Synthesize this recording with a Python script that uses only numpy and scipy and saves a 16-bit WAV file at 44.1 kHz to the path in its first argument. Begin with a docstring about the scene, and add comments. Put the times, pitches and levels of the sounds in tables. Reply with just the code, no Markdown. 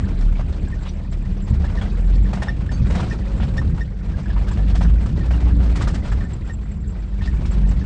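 """An engine's firing tone booms over the rumble and hiss of water dragging along a car as it creeps down
a flooded road. Heard on a phone microphone inside the closed cabin, a small padded space. Close by, slops
of water slap the body, trim rubs and squeaks, and something small and metal jingles. The wipers swish,
their rubber scrapes and their arms thump as they reverse. Twice a faint whine swells and fades."""
import sys
import numpy as np
from scipy import signal
from scipy.fft import rfft, irfft
from scipy.io import wavfile
from scipy.ndimage import uniform_filter1d

SR = 44100
rng = np.random.default_rng(int(sys.argv[2]) if len(sys.argv) > 2 else 0)


def unload_audio(sound):
    """Save the sound as a 16-bit wav file, at the path given as the first command line argument."""
    columns = np.transpose(np.atleast_2d(sound))
    # keep every value between -1 and 1, then stretch to whole-number steps
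    steps = np.round(np.clip(columns, -1, 1) * 32767)
    wavfile.write(sys.argv[1], SR, steps.astype(np.int16))


N = 346185

# the engine's firing tone: t/s, f/Hz, level/dB
FIRING = [(0, 38.08, -24.5), (.3, 37.82, -18), (.9, 37.33, -27), (1.9, 41.06, -20.5), (2.2, 46.98, -11),
          (2.38, 48.17, -24.5), (2.85, 51.2, -18.5), (3.1, 50.2, -29), (3.4, 49.17, -20.5),
          (4.0, 45.97, -36), (4.28, 48.51, -17), (4.9, 50.65, -20), (5.1, 60.33, -23.5), (5.4, 60.05, -16),
          (5.65, 56.9, -11), (6.2, 51.68, -36.5), (6.7, 49.9, -34.5), (7.35, 48.26, -25), (7.65, 48.4, -18),
          (7.85, 47.13, -23)]
# cabin resonances that lift the tone's multiples: f/Hz, width/Hz, level/dB
CABIN_RESONANCES = [(77, 21, -6), (192.2, 29.7, -13.5), (270, 27, -25.5)]
# water under the floor and along the doors: t/s, rumble level/dB, wash level/dB
WADING = [(0, -25, -38), (.35, -24, -42), (1.35, -27.5, -44.5), (1.7, -23.5, -38.5), (2.4, -23, -41.5),
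          (2.7, -23.5, -42.5), (3.0, -19.5, -33), (3.22, -25.5, -40), (3.6, -19.5, -41), (3.92, -27, -46.5),
          (4.44, -20.5, -39), (5.15, -20.5, -41), (5.85, -19.5, -36.5), (6.55, -27, -46.5),
          (7.11, -29.5, -48.5), (7.3, -23, -41.5), (7.85, -21.5, -41.5)]
# spectrum of the floor pan's rumble: f/Hz, level/dB
PAN_SPECTRUM = [(13, -39), (22, -12), (38, -4.5), (59, -0.5), (129, -10.5), (187, -11.5), (250, -22),
                (447, -36), (700, -49.5), (910, -65)]
# spectrum of the wash along the doors: f/Hz, level/dB
WASH_SPECTRUM = [(180, -28.5), (300, 1), (884, -10.5), (1600, -15.5), (4380, -24), (6280, -31.5),
                 (7460, -33), (8870, -35), (9400, -68)]
# water slaps the body: t/s, level/dB, slap's noise-band centre f/Hz, relative spray level/dB
BODY_SLAPS = [(0.205, -34, 600, -12), (0.392, -24, 670, -24), (0.861, -32.5, 970, -28),
              (1.122, -39, 688, -13), (1.474, -34, 958, -19), (1.641, -27.5, 770, -22),
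              (1.811, -21.5, 745, -26), (2.329, -20.5, 816.6, -19.5), (2.37, -27.5, 728.6, -21),
              (2.419, -21.5, 696, -17), (2.469, -24.5, 700, -30), (2.712, -31, 654, -14.5),
              (2.898, -22.5, 596, -21.5), (2.949, -19.5, 726, -20.5), (2.994, -20.5, 1040, -24.5),
              (3.095, -34, 770, -9.5), (3.399, -25, 600.5, -33), (3.428, -26.5, 870, -23),
              (3.565, -26, 699, -17.5), (3.613, -28, 931, -34), (3.773, -31.5, 951, -22),
              (4.362, -27, 1160, -38), (4.41, -33, 800, -25), (4.47, -31, 1096, -15),
              (4.51, -28, 1000, -18), (4.59, -30, 710, -30), (4.69, -31.5, 741, -23),
              (5.18, -37, 897.4, -17), (5.335, -32, 1000, -22), (4.751, -27, 705, -11),
              (4.807, -21, 698, -19.5), (4.846, -27.5, 1570, -28), (5.056, -30.5, 1200, -18),
              (5.306, -22, 636.7, -21), (5.467, -29, 990, -32), (5.649, -33, 700.4, -28),
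              (5.754, -24.5, 1146, -11), (5.808, -17.5, 1187, -19.5), (5.871, -21, 1232, -19),
              (5.941, -40, 651.6, -1), (6.049, -27, 823, -17.5), (6.118, -25.5, 1560, -18.5),
              (6.178, -33, 878, -31), (6.486, -34, 588.4, -21.5), (7.215, -33, 833, -22),
              (7.252, -38, 677, -10.5), (7.45, -34, 902, -12), (7.515, -31, 633.8, -17.5),
              (7.685, -35.5, 597.6, -9.5)]
# trim rubs on trim: t/s, level/dB, f/Hz
TRIM_SQUEAKS = [(0.352, -38, 2300), (0.672, -36.5, 1629), (0.724, -36.5, 1830), (1.642, -34, 1680),
                (1.655, -37, 1740), (1.681, -47, 2850), (1.773, -29.5, 1796), (1.813, -34.5, 3270),
                (2.255, -35, 1746), (2.419, -28, 1820), (2.483, -23, 1823), (2.691, -32.5, 1785),
                (3.111, -28, 1822), (3.579, -23, 1810), (3.808, -27, 1831), (4.138, -37.5, 1635),
                (4.258, -34.5, 1686), (4.301, -28.5, 1683), (4.481, -36, 1599), (4.511, -34, 1710),
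                (4.589, -39, 1731), (5.206, -36, 1850), (5.335, -37, 2850), (6.116, -33, 1720),
                (6.208, -33.5, 1798), (6.249, -36.5, 1810), (6.496, -30.5, 1826), (7.186, -44, 2297),
                (7.209, -37, 1835), (7.274, -32.5, 1814), (7.388, -46, 2322), (7.447, -40.5, 2290),
                (7.812, -36.5, 1763)]
# softer squeaks are duller: multiple, drop below the tone/(dB per dB of softness)
TRIM_OVERTONES = [(2, .7), (3, .65)]
# loose metal taps: t/s, level/dB
METAL_TAPS = [(0.6873, -44), (0.8305, -46), (4.5186, -39), (5.8267, -37), (5.9414, -51), (6.1215, -43),
              (6.2482, -46), (6.338, -41), (6.4792, -46), (6.54, -41), (6.7166, -53), (6.8803, -43),
              (6.9072, -47.5), (7.5198, -38), (7.6919, -42)]
# modes of the loose metal: f/Hz, level/dB, t60/s
METAL_MODES = [(7560, 0, 0.04), (7400, -9, 0.025)]
# wiper swishes: t/s, length/s, level/dB, final f/Hz
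WIPER_SWISHES = [(0.844, 0.056, -42.5, 3770), (2.116, 0.044, -44.5, 3960), (3.398, 0.041, -39, 3180),
                 (4.664, 0.051, -43, 3800), (7.209, 0.057, -43, 4510)]
# scrapes of the wiper rubber: t/s, level/dB, f/Hz, length/s
WIPER_SCRAPES = [(0.89, -41, 5800, 0.0091), (2.722, -49, 4560, 0.065), (2.724, -49, 6400, 0.04),
                 (3.097, -38, 5970, 0.0075), (4.835, -44, 6014, 0.0096)]
# wiper arms reverse: t/s, push level/dB
WIPER_TURNS = [(1.507, -11), (2.805, -11), (4.855, -15.5)]
# modes of the scuttle panel below the windscreen: f/Hz, level/dB, t60/s
SCUTTLE_MODES = [(69.9, -0.5, 0.9), (120, 0.5, 0.3), (170, -1, 0.24), (211.5, 1, 0.19)]
# faint whines, one list each: t/s, f/Hz, level/dB
WHINE_GLIDES = [
    [(3.05, 531, -75), (3.2, 529, -44), (3.35, 541, -45), (3.6, 529, -44), (3.72, 510, -74.5)],
    [(5.2, 300, -72), (5.36, 295, -35), (5.55, 283, -35), (5.82, 285, -35), (6.0, 266, -33),
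     (6.15, 260, -70)],
]


def undb(db):
    """Decibels to gain."""
    return 10 ** (np.asarray(db) / 20)


def unit(x):
    """Scaled to rms 1."""
    return x / np.sqrt(np.mean(x ** 2))


def curve(table):
    """Columns of a (t/s, ..) table, one value per sample."""
    s, *columns = np.transpose(table)
    return [np.interp(np.arange(N) / SR, s, c) for c in columns]


def walk(rate):
    """Random levels held 1 / rate s and slewed twice; spread near 1."""
    hold = int(SR / rate)
    steps = np.repeat(rng.standard_normal(N // hold + 1), hold)
    return 1.312 * uniform_filter1d(uniform_filter1d(steps, hold), hold)[:N]


def shaped_noise(spectrum):
    """Noise with a spectrum of (f/Hz, level/dB) points, rms 1."""
    hz, db = np.transpose(spectrum)
    log_hz = np.log(np.fft.rfftfreq(N, 1 / SR) + 1)
    gain = undb(np.interp(log_hz, np.log(hz), db, left=-80, right=-80))
    return unit(irfft(rfft(rng.standard_normal(N)) * gain, N))


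def band(x, lo_hz, hi_hz):
    """Gentle band-pass, rms 1."""
    return unit(signal.sosfilt(signal.butter(2, [lo_hz, hi_hz], "bandpass", fs=SR, output="sos"), x))


def blows(s, db):
    """One impulse at each moment."""
    x = np.zeros(N)
    np.add.at(x, (np.asarray(s) * SR).astype(int) % N, undb(db))
    return x


def ring(x, modes):
    """Decaying modes (f/Hz, level/dB, t60/s) struck by x."""
    out = 0
    for hz, db, t60 in modes:
        pole = np.exp(2j * np.pi * hz / SR - np.log(1000) / (t60 * SR))
        out = out + undb(db) * signal.lfilter([1], [1, -pole], x).imag
    return out


def engine(harmonics=8, waver_db=3.2, wavers_per_s=9):
    """Firing tone, its multiples lifted by cabin resonances; uneven combustion makes them all waver."""
    hz, db = curve(FIRING)
    phase = 2 * np.pi * np.cumsum(hz * (1 + 0.01156 * walk(20))) / SR
    upper = 0
    for k in range(2, harmonics + 1):
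        lift = sum(undb(d) / (1 + (2 * (k * hz - f) / w) ** 2) for f, w, d in CABIN_RESONANCES)
        upper = upper + lift * undb(3.24 * walk(8.1)) * np.sin(k * phase)
    # the multiples swell less than the firing tone, which booms in the whole body
    upper_db = np.mean(db) + 0.4 * (db - np.mean(db))
    boom = undb(db + waver_db * walk(wavers_per_s)) * np.sin(phase)
    return np.sqrt(2) * (boom + undb(upper_db) * upper)


def floor_rumble(db):
    """Below the microphone, turbulent water drags on the floor pan in uneven throbs."""
    return undb(db + 2.0 + 1.87 * walk(12)) * shaped_noise(PAN_SPECTRUM)


def slops(per_s, scatter_db=1.0, t60_s=0.075, rise_s=0.0033):
    """Envelope of many small random slops of water that swell fast and die away."""
    when, size = rng.random((int(per_s * N / SR), 2)).T
    starts = blows(when * N / SR, -scatter_db * np.log(1 - size))
    swell = uniform_filter1d(starts, int(rise_s * SR))
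    return unit(signal.lfilter([1], [1, -np.exp(-np.log(1000) / (t60_s * SR))], swell))


def door_wash(db):
    """Water hisses along the doors; big slops lift every band, small ones only their own."""
    big_slops = slops(per_s=55)
    spectrum = rfft(shaped_noise(WASH_SPECTRUM))
    octave = np.log2(np.fft.rfftfreq(N, 1 / SR) / 250 + 1e-9)  # above 250 Hz
    out = 0
    for centre in np.arange(0, 6, .5):
        share = np.cos(np.pi * np.clip(octave - centre, -.5, .5)) ** 2
        out = out + (0.42 + 0.43 * big_slops + 0.36 * slops(per_s=30)) * irfft(spectrum * share, N)
    return undb(db) * unit(out)


def water_slaps(t60_s=0.13, rise_s=0.0025, spray_rise_s=.009, knock_decay_s=0.022, width=0.41):
    """Water hits the body: a short, dull knock of band noise, a splat, spray rattling a loose part."""
    noise = rng.standard_normal(N)
    splat = band(noise, 370, 1500) * undb(2.5 * np.tanh(walk(120)))
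    spray = band(rng.standard_normal(N), 1100, 6000) * undb(5.4 * np.tanh(walk(120)))
    parts_hz = 1900 + 1600 * rng.random(len(BODY_SLAPS))
    out = np.zeros(N)
    for (s, db, knock_hz, spray_db), part_hz in zip(BODY_SLAPS, parts_hz):
        at = np.arange(int(s * SR), min(int(s * SR) + SR // 4, N))
        t = np.arange(len(at)) / SR
        shape = (1 - np.exp(-t / rise_s)) * np.exp(-np.log(1000) * t / t60_s)
        # read backwards, so that each band is in full swing from its first moment
        knock, part = (band(noise[at], f * (1 - width / 2), f * (1 + width / 2))[::-1]
                       for f in (knock_hz, part_hz))
        # the knock comes at once and stops sooner than the splat; the spray swells later
        knock = knock * undb(-6) * np.exp(-t / knock_decay_s)
        drops = 2 * (spray[at] + undb(-6) * part) * (1 - np.exp(-t / spray_rise_s))
        out[at] += undb(db) * shape * (knock + undb(-8) * splat[at] + undb(spray_db) * drops)
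    return out


def rub(rows, overtones=(), flutter_db=7, wobble=0.032, catch_db=0, catch_s=.008):
    """Stick-slip tones (t/s, level/dB, f/Hz, length/s); the grip flutters and may catch in quick beats."""
    out, t = np.zeros(N), np.arange(SR // 10) / SR
    grip, slip = np.tanh(0.77 * walk(320)), walk(500)
    for (s, db, hz, length), pace in zip(rows, .7 + .6 * rng.random(len(rows))):
        at = (int(s * SR) + np.arange(len(t))) % N
        catch = -catch_db * np.cos(np.pi * (.2 + t / (pace * catch_s))) ** 2
        shape = (1 - np.exp(-t / .001)) * np.exp(-(t / length) ** 2)
        phase = 2 * np.pi * hz * np.cumsum(1 + wobble * slip[at]) / SR
        upper = sum(undb(drop * db) * np.sin(k * phase) for k, drop in overtones)
        out[at] += undb(db + flutter_db * grip[at] + catch) * shape * (np.sin(phase) + upper)
    return out


def trim_squeaks(wash_db, squeak_s=.016, creaks_per_s=70):
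    """Nearby trim squeaks clearly over many faint creaks that grow as the water shakes the body."""
    when, size, pitch = rng.random((int(creaks_per_s * N / SR), 3)).T
    creak_db = wash_db[(when * N).astype(int)] - 13.0 + 7 * size ** 2
    creak_rows = np.c_[when * N / SR, creak_db, 1450 + 1100 * pitch ** 1.8, .007 + .006 * size]
    squeak_rows = np.c_[TRIM_SQUEAKS, np.full(len(TRIM_SQUEAKS), squeak_s)]
    squeaks = rub(squeak_rows, TRIM_OVERTONES, flutter_db=3.5, wobble=.017, catch_db=7)
    return squeaks + rub(creak_rows, TRIM_OVERTONES)


def metal_jingles(chatter_per_s=45, rattle_s=.012):
    """Loose metal rings: clear taps over a steady faint chatter, each tap a short rattle."""
    when, size = rng.random((int(chatter_per_s * N / SR), 2)).T
    chatter = blows(when * N / SR, -66 - 3.3 * np.log(1 - size))
    taps = blows(*np.transpose(METAL_TAPS))
    rattle = uniform_filter1d(taps + chatter, int(rattle_s * SR)) * rng.standard_normal(N)
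    return undb(27.0) * ring(rattle, METAL_MODES)


def wiper_swishes(first_hz=2200, half_width_hz=1100, stop_s=0.0055):
    """The wipers sweep: a band of hiss slides upward while it swells, then stops short."""
    out, t = np.zeros(N), np.arange(SR // 8) / SR
    lowpass = signal.butter(2, half_width_hz, fs=SR, output="sos")
    hiss = unit(signal.sosfilt(lowpass, rng.standard_normal(N)))
    for s, length, db, last_hz in WIPER_SWISHES:
        at = int(s * SR) + np.arange(len(t))
        progress = np.clip(t / length, 0, 1)
        shape = np.clip(4 * progress, 0, 1) * np.exp(-np.clip(t - length, 0, None) / stop_s)
        hz = first_hz * (last_hz / first_hz) ** progress
        out[at] += undb(db) * shape * hiss[at] * np.sin(2 * np.pi * np.cumsum(hz) / SR)
    return out


def wiper_scrapes():
    """The rubber sticks and slips on the glass in thin, high tones."""
    return rub(WIPER_SCRAPES, wobble=0.0072)


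def wiper_thumps(push_s=0.0049):
    """The arms reverse with a soft push that rings the scuttle panel."""
    push = np.hanning(int(push_s * SR))
    turns = blows(*np.transpose(WIPER_TURNS))
    return ring(np.convolve(turns, push / push.sum())[:N], SCUTTLE_MODES)


def whines():
    """Thin, unsteady tones glide as they swell and fade."""
    out = 0
    for hz, db in map(curve, WHINE_GLIDES):
        gain = undb(db + 2.7 * walk(25))
        phase = 2 * np.pi * np.cumsum(hz * (1 + .012 * walk(15))) / SR
        out = out + gain * np.sin(phase)
    return out


def cabin(x, t60_s=.12, wet_db=-11):
    """The padded space around the microphone adds a short, dense tail."""
    t = np.arange(SR // 5) / SR
    tail = rng.standard_normal(len(t)) * np.exp(-np.log(1000) * t / t60_s)
    return x + undb(wet_db) * signal.fftconvolve(x, tail / np.sqrt(np.sum(tail ** 2)))[:N]


def scene():
    """One microphone position inside the car; the close, bright sounds carry the cabin's tail."""
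    rumble_db, wash_db = curve(WADING)
    near = water_slaps() + trim_squeaks(wash_db) + wiper_scrapes() + metal_jingles() + wiper_swishes()
    body = engine() + whines() + floor_rumble(rumble_db) + wiper_thumps() + door_wash(wash_db)
    return (body + cabin(near))[None]


def record(dry):
    """The phone rounds the loudest peaks and cuts the top above 9150 Hz."""
    rounded = np.tanh(1.267 * dry) / 1.239
    return signal.sosfilt(signal.ellip(10, .2, 80, 9150, fs=SR, output="sos"), rounded)


dry = scene()
out = record(dry)
unload_audio(out)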